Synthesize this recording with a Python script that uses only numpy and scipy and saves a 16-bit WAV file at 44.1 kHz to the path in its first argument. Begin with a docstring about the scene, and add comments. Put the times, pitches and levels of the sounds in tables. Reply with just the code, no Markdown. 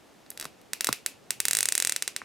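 """Toy figure's ratchet joint

In a kitchen, close to a stereo microphone, hands bend the stiff joint of a plastic toy figure.
It first scrapes in small slips, then snaps from tooth to tooth, singly and in a fast run.
Every snap rings the same short-lived plastic modes. The limb knocks dully three times,
the gripping fingers rumble, and the room answers over its own quiet tone."""
import sys
import numpy as np
from scipy import signal
from scipy.fft import rfft, irfft, next_fast_len
from scipy.io import wavfile
from scipy.ndimage import uniform_filter1d

SR = 44100
rng = np.random.default_rng(int(sys.argv[2]) if len(sys.argv) > 2 else 0)


def wrap_up_sound(samples):
    """Save the sound to the file named by the first command line argument, as 16-bit audio."""
    columns = np.atleast_2d(samples).T
    # keep every value between -1 and 1, then stretch to whole-number steps
    tamed = np.clip(columns, -1, 1)
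    steps = np.round(tamed * 32767).astype(np.int16)
    wavfile.write(sys.argv[1], SR, steps)


N = 99048
TOP_HZ = 16600  # the microphone's band limit


def amp(db):
    """Decibels as a gain."""
    return 10 ** (np.asarray(db) / 20)


def unit(x):
    """x scaled to an RMS of one."""
    return x / np.sqrt(np.mean(x ** 2) + 1e-20)


def along(points, hz):
    """A curve through (Hz, value) points on a log frequency axis."""
    freqs, values = np.transpose(points)
    return np.interp(np.log(hz + 1), np.log(freqs + 1), values)


def swell(points):
    """Gain per sample from (seconds, dB) points, silent outside them."""
    s, db = np.transpose(points)
    return amp(np.interp(np.arange(N) / SR, s, db, left=-120, right=-120))


def filtered(x, response):
    """x through a filter given as a function of frequency."""
    n = x.shape[-1]
    size = next_fast_len(n + SR // 4)
    return irfft(rfft(x, size) * response(np.fft.rfftfreq(size, 1 / SR)), size)[..., :n]


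def diffuse(colour, n):
    """Coloured noise that reaches the stereo microphone from all sides."""
    # Each row: frequency in Hz, correlation of left and right.
    likeness = [(30, 0.067), (100, 0.44), (500, 0.27), (2000, 0.78), (10000, 0.76)]
    angle = lambda hz: np.arccos(np.clip(along(likeness, hz), -1, 1)) / 2
    response = lambda hz: amp(along(colour, hz)) * [np.cos(angle(hz)), np.sin(angle(hz))]
    mid, side = filtered(rng.standard_normal((2, n)), response)
    return np.array([mid + side, mid - side])


def room_tone(level_db=-56):
    """The kitchen's steady, low hush all around the microphone."""
    # Each row: frequency in Hz, relative level in dB.
    colour = [(15, -43), (25, -12), (242, 3), (405, 2.5), (754, -1.5), (1100, -7), (7110, -17.5),
              (12200, -24), (16000, -29)]
    return amp(level_db) * unit(diffuse(colour, N))


def slips():
    """The tight joint sticks and lets go in small slips. 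The last row is not a slip: it is the sharp click that
    comes with the hard limb knock at 0.89 s."""
    # Each row: start in seconds, level in dB, extra near 8 kHz in dB, extra from 11 kHz up in dB.
    releases = [(.2632, -26.5, -24, -15), (.3035, -21, 5.5, 13), (.3160, -20, -27, -19),
                (.3752, -11, -9.5, -6), (.3986, -9.5, -5, -1), (.4116, -8.5, -7, -3), (.4185, -18, -17, -9),
                (.4260, -9.5, -13, -10), (.4322, -31, -16, -10), (.4372, -30, -16, -14),
                (.4440, -16.5, -8, -1), (.4535, -9, -8, -6.5), (.6150, -33, -9, 1), (.8900, -2, -13, -5)]
    # The force of a slip. Each row: frequency in Hz, level in dB.
    force = [(60, -8), (400, 2.5), (1000, -3), (2000, -4), (12000, -5), (15000, -13)]
    return clicks(releases, force)


def clicks(releases, force):
    """Each sudden release rings the joint a little differently and bounces off the hands."""
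    # The joint's modes. Each row: frequency in Hz, width in Hz, level in dB.
    joint_modes = [(676, 410, -9), (1680, 330, -4.5), (1933, 590, 4.5), (2770, 420, 0.3), (3544, 113, 12.5),
                   (3966, 235, 10), (4824, 230, 6.5), (5664, 330, 15), (6417, 340, 10.5), (7020, 220, 3.5),
                   (7357, 160, 13), (7875, 207, 22.5), (8120, 150, 13.5), (8610, 227, 13), (9260, 310, 5.5),
                   (9920, 300, 9.5), (10500, 230, 5), (11170, 300, 5), (12120, 270, 12.5), (14100, 1700, 0)]
    # Echoes inside the limb and off the hands. Each row: delay in milliseconds, gain.
    echoes = [(0.441, 0.4), (0.947, 0.045), (1.658, -0.15)]
    # The ring rises as the joint bends. Each row: time in seconds, pitch shift as a fraction.
    bend = [(.9, -0.013), (1.1, -0.0061), (1.6, -0.0055), (2.1, -0.0028)]
    detune, vary_db = 0.0021, 0.8  # scatter of each mode from click to click
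    rebound_s, rebound_gain = 0.002, 0.71  # a second, brighter contact follows each click
    smear_s = 0.00071  # spreads each click over this long, treble last, softening its spike
    hands = lambda hz: 1 + sum(gain * np.exp(-2j * np.pi * hz * ms / 1000) for ms, gain in echoes)
    smear = lambda hz: np.exp(-1j * np.pi * smear_s * hz * hz / TOP_HZ)
    out = np.zeros((2, N))
    for start_s, db, snap_db, top_db in releases:
        flight_s = rebound_s * rng.normal(1, .03)
        rebound = lambda hz: 1 + rebound_gain * (hz / TOP_HZ) ** 2 * np.exp(-2j * np.pi * hz * flight_s)
        scatter = rng.standard_normal((len(joint_modes), 2))
        modes = [(centre * (1 + detune * sharp), width, level + vary_db * loud)
                 for (centre, width, level), (sharp, loud) in zip(joint_modes, scatter)]
        stretch = 1 + np.interp(start_s, *np.transpose(bend))
        treble = [(5000, 0.022), (7500, snap_db), (9000, snap_db), (11000, top_db)]
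        push = lambda hz: amp(db + along(force, hz) + along(treble, hz))
        body = lambda hz: resonances(modes, hz / stretch) * hands(hz / stretch) * rebound(hz) * smear(hz)
        add_hit(out, start_s, push, body)
    return out


def resonances(modes, hz):
    """Response of a body whose damped modes are given as (Hz, width in Hz, dB)."""
    return sum(amp(db) * 1j * hz * width / (centre ** 2 - hz ** 2 + 1j * hz * width)
               for centre, width, db in modes)


def add_hit(out, start_s, push, body, size=4096):
    """A push sounds through the plastic body close to the microphone and spills into the room."""
    # Left microphone port against right. Each row: frequency in Hz, level in dB, phase lead in radians.
    ports = np.array([(500, 0.5, -0.18), (2050, -0.5, 0.58), (4970, 0.9, 0.36), (5700, 1, -0.41),
                      (8200, -2.5, -0.38), (10300, -2.5, 0.69), (12700, 0.5, 0.83), (12900, -1, -0.94),
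                      (15300, -1, -0.73)])
    # Scatter of that lead from hit to hit. Each row: frequency in Hz, spread in radians.
    sway = [(5000, 0.027), (9000, 0.33), (12000, 0.09)]
    hz = np.fft.rfftfreq(size, 1 / SR)
    preroll = size // 4
    spectrum = push(hz) * np.exp(-2j * np.pi * hz * preroll / SR)
    sound = room_answer(irfft(spectrum))
    left_db = along(ports[:, [0, 1]], hz)
    left_lead = along(ports[:, [0, 2]], hz) + rng.standard_normal() * along(sway, hz)
    half = np.array([[.5], [-.5]])  # split evenly between left and right
    stereo = amp(half * left_db) * np.exp(1j * half * left_lead)
    sound[:, :size] += irfft(spectrum * body(hz) * stereo)
    start = round(start_s * SR) - preroll
    out[:, start:start + sound.shape[1]] += sound[:, :N - start]


def room_answer(hit, delay_s=.003):
    """The kitchen's short reverberation; each frequency dies at its own speed."""
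    # Spill into the room. Each row: frequency in Hz, level in dB.
    spill = [(150, -6), (700, -14.5), (1700, -8.5), (2650, 1), (3200, -6), (4000, -5.5), (8000, -1.5),
             (11000, -2), (14500, -5)]
    # Each row: frequency in Hz, seconds to fall by 60 dB.
    decay_times = [(800, 0.12), (2600, 0.26), (7000, 0.22), (15000, 0.15)]
    hz, t, noise = signal.stft(diffuse(spill, SR // 3), SR, nperseg=256)
    t60 = along(decay_times, hz)[:, None]
    equal_energy = np.sqrt(2 * np.log(1000) / (t60 * SR))
    fade = equal_energy * np.exp(-np.log(1000) * t / t60)
    tail = signal.istft(noise * fade, SR, nperseg=256)[1]
    delayed = np.pad(tail, ((0, 0), (int(delay_s * SR), 0)))
    return signal.fftconvolve(hit[None], delayed, axes=1)


def fingers():
    """The gripping fingers make a low rumble that swells and sinks."""
    # Each row: time in seconds, level in dB.
    levels = [(.3, -103), (.46, -58), (.55, -72), (1.35, -67.5), (1.5, -58.5), (1.63, -57), (1.72, -69.5),
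              (1.89, -59.5), (2.05, -92)]
    # Each row: frequency in Hz, relative level in dB.
    colour = [(30, -86), (70, -35), (115, -18.5), (200, -25.5), (600, -71)]
    return swell(levels) * unit(diffuse(colour, N))


def scrape(grain_db=3):
    """Grainy friction of plastic on plastic between the slips."""
    # Each row: time in seconds, level in dB.
    levels = [(.36, -72), (.40, -55), (.425, -51), (.452, -51), (.475, -68)]
    # Each row: frequency in Hz, relative level in dB.
    colour = [(200, 3), (1000, 9), (3000, 0), (8000, -2), (15000, -20)]
    roughness = unit(uniform_filter1d(rng.standard_normal(N), size=60))
    return swell(levels) * unit(amp(grain_db * roughness) * diffuse(colour, N))


def knocks():
    """The limb knocks softly in its socket: only its low resonances sound, and a thump trails."""
    # Each row: start in seconds, level in dB, upper edge in Hz, bass in dB.
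    contacts = [(0.4536, 1.5, 1630, -2.5), (0.8882, 16.5, 1400, -1), (2.217, 0, 2350, -7.5)]
    # The hand-held limb's modes. Each row: frequency in Hz, width in Hz, level in dB.
    limb_modes = [(131, 28, -4.5), (265, 97, -2), (470, 230, -5), (1104, 140, 1), (1460, 850, 7)]
    lag_s, thump_hz = 0.01058, 195  # the bass trails by up to this long, mostly below this pitch
    trail = lambda hz: np.exp(-2j * np.pi * lag_s * thump_hz * np.arctan(hz / thump_hz))
    body = lambda hz: resonances(limb_modes, hz) * trail(hz)
    lowpass = signal.butter(9, 1, analog=True)
    out = np.zeros((2, N))
    for start_s, db, edge_hz, bass_db in contacts:
        colour = [(50, -28), (130, bass_db), (450, bass_db), (1000, -6.5)]
        push = lambda hz: amp(db + along(colour, hz)) * signal.freqs(*lowpass, hz / edge_hz)[1]
        add_hit(out, start_s, push, body)
    return out


def teeth():
    """The ratchet snaps over from one tooth to the next."""
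    # Each row: start in seconds, level in dB, extra near 8 kHz in dB, extra from 11 kHz up in dB.
    releases = [(0.7335, -4, -5.5, -4), (0.8085, -1.5, -6.5, -3.5), (0.845, -2, -4, -1.5),
                (0.8705, -1.2, -4.5, -3.5), (0.9278, 0, -5.5, -4), (1.0621, -2, -3, -1.8),
                (1.3063, -2, -2.5, -2.3), (1.4026, -1.7, -1.5, -1.5), (1.4534, -0.5, -3, -2),
                (1.4835, -1.5, -1.5, -1.5), (1.5104, -1.5, -1, -2.5), (1.5324, -2.5, -0.5, -2),
                (1.5507, -1.5, -1.5, -4), (1.5697, -3.5, 1.5, -1), (1.5879, -2.5, -2.5, -3),
                (1.6068, -3, 0.5, -2), (1.6295, -2.5, -0.5, -3), (1.656, -2.5, 0, -3.5),
                (1.6874, -2, 0.5, -3.5), (1.7229, -2, 0, -3), (1.7523, -2, 0, -2.5),
                (1.7786, -2.5, 0.3, -3), (1.801, -2, -1.5, -5), (1.8238, -2, -1.5, -5.5),
                (1.8492, -2, -2.5, -4.5), (1.8725, -3.5, 0, -4.5), (1.8954, -3, -2, -6.5),
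                (1.9222, -3.5, -1, -6.5), (1.9627, -3, -3, -6.5), (2.0234, -3, -4, -7),
                (2.0779, -3.5, -3.5, -8), (2.1637, -4.5, -5, -9.5)]
    # The force of a snap. Each row: frequency in Hz, level in dB.
    force = [(70, -29), (350, 2.5), (10000, -1.5), (15000, -5.5)]
    return clicks(releases, force)


def scene():
    """Joint, fingers and limb up close, with the kitchen's room tone behind."""
    joint = teeth() + slips() + scrape()
    return joint + fingers() + knocks() + room_tone()


def record(dry):
    """The microphone's top rolls off, and nothing passes above its band limit."""
    # Each row: frequency in Hz, gain in dB.
    rolloff = [(14800, 0), (15400, -4), (16500, -13)]
    return filtered(dry, lambda hz: amp(along(rolloff, hz)) * (hz < TOP_HZ))


dry = scene()
out = record(dry)
wrap_up_sound(out)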